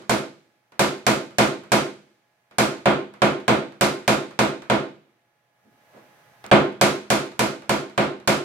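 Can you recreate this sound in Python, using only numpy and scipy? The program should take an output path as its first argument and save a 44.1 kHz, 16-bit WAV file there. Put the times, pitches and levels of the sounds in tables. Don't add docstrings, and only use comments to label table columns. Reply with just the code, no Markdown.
import sys
import numpy as np
from scipy import signal
from scipy.fft import rfft, irfft, next_fast_len
from scipy.io import wavfile
from scipy.ndimage import uniform_filter1d, map_coordinates

SR = 44100
rng = np.random.default_rng(int(sys.argv[2]) if len(sys.argv) > 2 else 0)


def digitize_waveform(pressure):
    field = np.atleast_2d(pressure).T
    bounded = np.clip(field, -1, 1)
    quanta = np.round(bounded * 32767).astype(np.int16)
    wavfile.write(sys.argv[1], SR, quanta)


N = 372204
RING_S = np.arange(int(.8 * SR)) / SR


def amp(db):
    return 10 ** (np.asarray(db) / 20)


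def unit(x):
    return x / np.sqrt(np.mean(x ** 2) + 1e-20)


def burst(x):
    energy = np.mean(np.sum(x ** 2, -1))
    return x / np.sqrt(energy / (.12 * SR))


def along(points, hz):
    f, v = np.transpose(points)
    return np.interp(np.log(hz + 1), np.log(f), v)


def filtered(x, gain):
    m = next_fast_len(x.shape[-1] + 8192)
    spectrum = rfft(x, m) * gain(np.fft.rfftfreq(m, 1 / SR))
    return irfft(spectrum, m)[..., :x.shape[-1]]


def coloured(x, points, size=4096):
    cepstrum = irfft(np.log(amp(along(points, np.fft.rfftfreq(size, 1 / SR)))))
    cepstrum[1:size // 2] *= 2
    cepstrum[size // 2 + 1:] = 0
    response = irfft(np.exp(rfft(cepstrum)))
    return signal.fftconvolve(x, response[None], axes=1)[:, :x.shape[-1]]


def add(track, s, sound):
    start = max(round(s * SR), 0)
    part = track[:, start:start + sound.shape[1]]
    part += sound[:, :part.shape[1]]


# frequency in Hz, side over mid in dB.
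STEREO_WIDTH = [(60, -13), (130, -11), (300, -11), (550, -7), (900, -1), (2000, -1), (5000, 1), (12000, 0)]


def diffuse(count):
    def mid_side_gain(hz):
        side_over_mid = amp(along(STEREO_WIDTH, hz))
        return np.array([np.ones_like(hz), side_over_mid]) / np.hypot(1, side_over_mid)

    mid, side = filtered(rng.standard_normal((2, count)), mid_side_gain)
    return np.array([mid + side, mid - side])


def fade(t60, hold, late_db=-20, late_ratio=2.24):
    early = amp(-60 * (np.hypot(RING_S, hold) - abs(hold)) / t60)
    late = amp(late_db - 60 * RING_S / (late_ratio * t60))
    return np.hypot(early, late)


# frequency in Hz, time to fall 60 dB in seconds.
DECAY_TIMES = [(80, 0.3), (220, 0.34), (370, 0.34), (650, 0.29), (1500, 0.31), (4000, 0.36), (8000, 0.32),
               (14000, 0.23)]
# frequency in Hz, relative density in dB per Hz.
WASH_TONE = [(30, -28.5), (54, -28), (70, -8), (82, -10), (98, -14), (145, -5.5), (300, -8.5), (450, -1.5),
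             (620, -0.5), (850, -4.5), (1450, -6), (1850, -11.5), (2400, -10), (2800, -15), (4000, -16),
             (5600, -19.5), (7200, -21), (12500, -30), (16000, -43.5)]


def wash(hold, patchy_db=1.0, size=160):
    noise = diffuse(len(RING_S))
    centres, t60s = np.transpose(DECAY_TIMES)
    tail = np.zeros_like(noise)
    for weights, t60 in zip(np.eye(len(DECAY_TIMES)), t60s):
        band = filtered(noise, lambda hz: along(np.c_[centres, weights], hz))
        tail += band * fade(t60, hold)
    spectrum, hz = rfft(tail, 2 * len(RING_S)), np.fft.rfftfreq(2 * len(RING_S), 1 / SR)
    power = np.mean(np.abs(spectrum) ** 2, 0)
    broad = np.sqrt(np.abs(uniform_filter1d(power, size)))
    clusters = unit(uniform_filter1d(rng.standard_normal(len(hz)), size)) * along([(1200, 0), (2000, 1)], hz)
    flat = irfft(spectrum * amp(patchy_db * clusters) / broad)[:, :len(RING_S)]
    return burst(coloured(flat, WASH_TONE))


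# frequency in Hz, level in dB before the tilt, build-up time in seconds.
PANEL_MODES = [(124, -9, .008), (149, -9, .008), (206, -1.5, .015), (222, -7, .01), (249, -5.5, .005),
               (264, -6, .012), (282, -8, .01), (330, -1, .03), (355, -1.5, .03), (381, -4.5, .04),
               (392, -6.5, .04), (419, -8, .02), (470, -8, .02), (493, -7, .015), (511, -6, .005),
               (554, -2, .01), (581, -7, .01), (619, -5, .02), (647, -3.5, .03), (682, -8, .008),
               (730, -7, .004), (887, -8, .005), (960, -8, .004), (1055, -6, .003), (1179, -11, .008),
               (1241, -10, .008), (1418, -8, .004), (1506, -12, .005), (1642, -13, .004), (2166, -14, .004)]


def sheet(hold, tilt_db=-5.5, waver=1.0, waver_rate=28):
    ring = np.zeros((2, len(RING_S)))
    for hz, db, swell in PANEL_MODES:
        drift, ripple = [map_coordinates(knots, [RING_S * waver_rate], mode="mirror")
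                         for knots in rng.standard_normal((2, 64))]
        spread = np.arctan(amp(along(STEREO_WIDTH, hz))) * rng.choice([-1, 1]) * np.array([[1], [-1]])
        phase = 2 * np.pi * (hz * RING_S + rng.random()) + spread
        mode = (1 + waver * ripple) * np.sin(phase) + waver * drift * np.cos(phase)
        shape = fade(along(DECAY_TIMES, hz), hold) * (1 - np.exp(-RING_S / swell))
        ring += amp(db + tilt_db * np.log10(hz)) * burst(mode * shape)
    return burst(ring)


def last_ring(body, ring, age=.215, level_db=-21):
    out = np.zeros((2, N))
    add(out, 0, amp(level_db) * (body + amp(-2) * ring)[:, round(age * SR):])
    return out


# frequency in Hz, relative density in dB per Hz.
AIR_TONE = [(30, -26.5), (70, -24.5), (98, -13), (122, -2.5), (250, -13), (400, -11.5), (650, -5),
            (1000, -11), (2000, -10.5), (3200, -18.5), (8000, -28), (13000, -26.5), (16000, -30)]
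# frequency in Hz, rms level in dB relative to SHOP_DB.
MACHINE_LINES = [(122, -19), (619, -17), (689, -16), (839.8, -10), (1028, -19), (1260, -20), (1680, -14),
                 (5997, -24)]
SHOP_DB = -69


def shop(air_db=-1, unsteady=.5):
    t = np.arange(N) / SR
    background = amp(air_db) * unit(filtered(diffuse(N), lambda hz: amp(along(AIR_TONE, hz))))
    for hz, db in MACHINE_LINES:
        drift = np.interp(t, np.linspace(0, t[-1], 80), rng.standard_normal(80))
        phase = 2 * np.pi * hz * t + unsteady * drift + rng.uniform(-1, 1, (2, 1))
        background += amp(db) * np.sqrt(2) * np.sin(phase)
    return amp(SHOP_DB) * background


# frequency in Hz, relative density in dB per Hz.
CRACK_TONE = [(100, -11.5), (500, 2), (1000, 8), (2000, -12.5), (4000, -3.5), (7000, -8.5), (11000, -14.5),
              (16000, -30)]


def crack(t60):
    return burst(coloured(diffuse(len(RING_S)) * amp(-60 * RING_S / t60), CRACK_TONE))


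def snap(lean_db=2):
    click = rng.standard_normal((2, len(RING_S))) * amp(-60 * RING_S / .005)
    bright = burst(coloured(click, [(500, 1.5), (3000, -3.0), (8000, -1), (15000, -11.5)]))
    return amp([[-lean_db], [lean_db]]) * bright


# start in seconds, strength in dB,
# bite in dB from 5.5 to 8 kHz (high for a square blow, low for a glancing one).
BLOWS = [(0.095, -20.5, 1.5), (0.7938, -19, 2), (1.0661, -18.5, 2), (1.384, -16.5, -0.5),
         (1.719, -17.5, 1.1), (2.584, -18.5, 2), (2.8572, -16, -11.5), (3.219, -16.5, -8),
         (3.48, -16.5, -7), (3.8105, -18.5, 1.9), (4.0783, -18, 0), (4.3903, -18.5, -3),
         (4.6992, -18.5, -8.5), (6.5142, -11, -13), (6.8125, -16.5, 2), (7.1026, -19.5, 2.5),
         (7.393, -21, 2.5), (7.694, -21, -0.5), (7.9775, -19, -8.5), (8.2754, -18.5, 1.2)]
TICK_LEAD_S, TICK_DB, TICK_BITE_DB = .073, -52, -10
REST_S = .5
HURRY_S, HURRY_DB, HURRY_SCATTER_DB = 0.016, 4, 1.5
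SKID_S, SKID_DB = 6.4642, -67


def punch_tip(ring, ring_db=-9, wash_db=-3, crack_db=-11, snap_db=-19):
    out = np.zeros((2, N))
    starts = np.transpose(BLOWS)[0]
    within_run = np.diff(starts, prepend=-np.inf) < REST_S
    for s, in_run in zip(starts, within_run):
        lead = TICK_LEAD_S + in_run * HURRY_S * rng.random()
        db = TICK_DB + in_run * (HURRY_DB + HURRY_SCATTER_DB * rng.standard_normal())
        tick = amp(wash_db) * wash(hold=0.0073) + amp(ring_db) * ring
        tick += amp(crack_db) * crack(t60=.025) + amp(snap_db) * snap()
        add(out, s - lead, amp(db) * coloured(tick, [(100, -3), (600, -4.0), (2000, 0.5), (7000, TICK_BITE_DB)]))
    add(out, SKID_S, amp(SKID_DB) * snap())
    return out


# frequency in Hz, average level in dB, time to fall 60 dB in seconds.
PUNCH_MODES = [(500, -10, 0.18), (716, 6.5, 0.057), (979, 2, 0.11), (1141, -2, 0.017), (1327, -8.5, 0.062),
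               (1554, 5, 0.021), (2115, -10.5, 0.083), (2345, -8, 0.089), (6870, -10, 0.077),
               (8200, -8, 0.038)]


def knock(phases, scatter_db=2):
    hz, db, t60 = np.transpose(PUNCH_MODES)[:, :, None]
    size = amp(db + scatter_db * rng.standard_normal(db.shape) - 60 * RING_S / t60)
    modes = np.sum(size * np.sin(2 * np.pi * hz * RING_S + phases), 1)
    return burst(modes * (1 - np.exp(-RING_S / .0004)))


def shifted(steady, fresh, corner_hz):
    long_waves = filtered(steady, lambda hz: 1 / np.hypot(1, hz / corner_hz))
    short_waves = filtered(fresh, lambda hz: hz / np.hypot(corner_hz, hz))
    return long_waves + short_waves


CLANG_DB, CLANG_PER_BITE = 2.5, 0.24
SPARKLE_DB, SPARKLE_PER_BITE = -0.86, 1.3
WALL_S, WALL_DB = .052, -7.5


def hammer(body, ring, wash_db=-3, ring_db=-3.5, knock_db=-11.5, crack_db=-14, snap_db=-20, wander=.45):
    out = np.zeros((2, N))
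    nearby = sheet(hold=.065)
    phases = rng.uniform(-np.pi / 2, np.pi / 2, (2, len(PUNCH_MODES), 1))
    for s, db, bite_db in BLOWS:
        contact = amp(knock_db) * knock(phases) + amp(crack_db) * crack(t60=0.071) + amp(snap_db) * snap()
        spot = wander * rng.standard_normal()
        modes = np.cos(spot) * ring + np.sin(spot) * nearby
        room = shifted(body, wash(hold=0.034), corner_hz=2980)
        blow = contact + amp(wash_db) * room + amp(ring_db) * modes
        add(blow, WALL_S, amp(WALL_DB) * coloured(contact, [(2000, -0.5), (6000, -14)]))
        clang_db = CLANG_DB + CLANG_PER_BITE * bite_db
        sparkle_db = SPARKLE_DB + SPARKLE_PER_BITE * bite_db
        colour = [(800, 0.00065), (2400, clang_db), (3300, clang_db),
                  (5500, bite_db), (8000, bite_db), (11500, sparkle_db)]
        add(out, s, amp(db) * coloured(blow, colour))
    return out


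# start in seconds, strength in dB, brightness in dB at 600 Hz.
FINGER_PRESSES = [(5.641, -61, -18), (5.931, -67, 0), (5.955, -70.5, 7)]


def hand(ring, rise=0.0066):
    out = np.zeros((2, N))
    for s, db, bright_db in FINGER_PRESSES:
        thud = (wash(hold=.01) + amp(-8) * ring) * (1 - np.exp(-RING_S / rise))
        colour = [(70, -8), (130, -2.5), (250, 5.0), (600, bright_db), (6000, bright_db - 14)]
        add(out, s, amp(db) * coloured(thud, colour))
    return out


# frequency in Hz, left over right in dB.
EAR_BALANCE = [(60, -2), (250, -1.3), (550, -1.3), (1100, -4), (2200, -1.5), (4000, -1), (8000, -3)]


def scene():
    body = wash(hold=0.05)
    ring = sheet(hold=.065)
    mix = last_ring(body, ring) + shop() + punch_tip(ring) + hammer(body, ring) + hand(ring)
    return filtered(mix, lambda hz: amp(np.outer([.5, -.5], along(EAR_BALANCE, hz))))


LOUD_DB, HOLD_S, RECOVER_S, LIFT_DB = -23.5, 0.65, 0.46, 12.5
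LOOK_AHEAD_S = .008


def gain_control(x):
    t = np.arange(N) / SR
    coming = np.roll(np.abs(x).max(0), -round(LOOK_AHEAD_S * SR))
    last_loud_s = np.maximum.accumulate(t * (coming > amp(LOUD_DB)))
    climb = np.clip((t - last_loud_s - HOLD_S) / RECOVER_S, 0, 1)
    return x * amp(LIFT_DB * climb)


TOP_HZ = 15900


def record(dry):
    level = gain_control(dry)
    rounded = level / (1 + np.abs(level / .95) ** 4) ** (1 / 4)
    return filtered(rounded, lambda hz: 1 / np.sqrt(1 + (hz / TOP_HZ) ** 120))


dry = scene()
out = record(dry)
digitize_waveform(out)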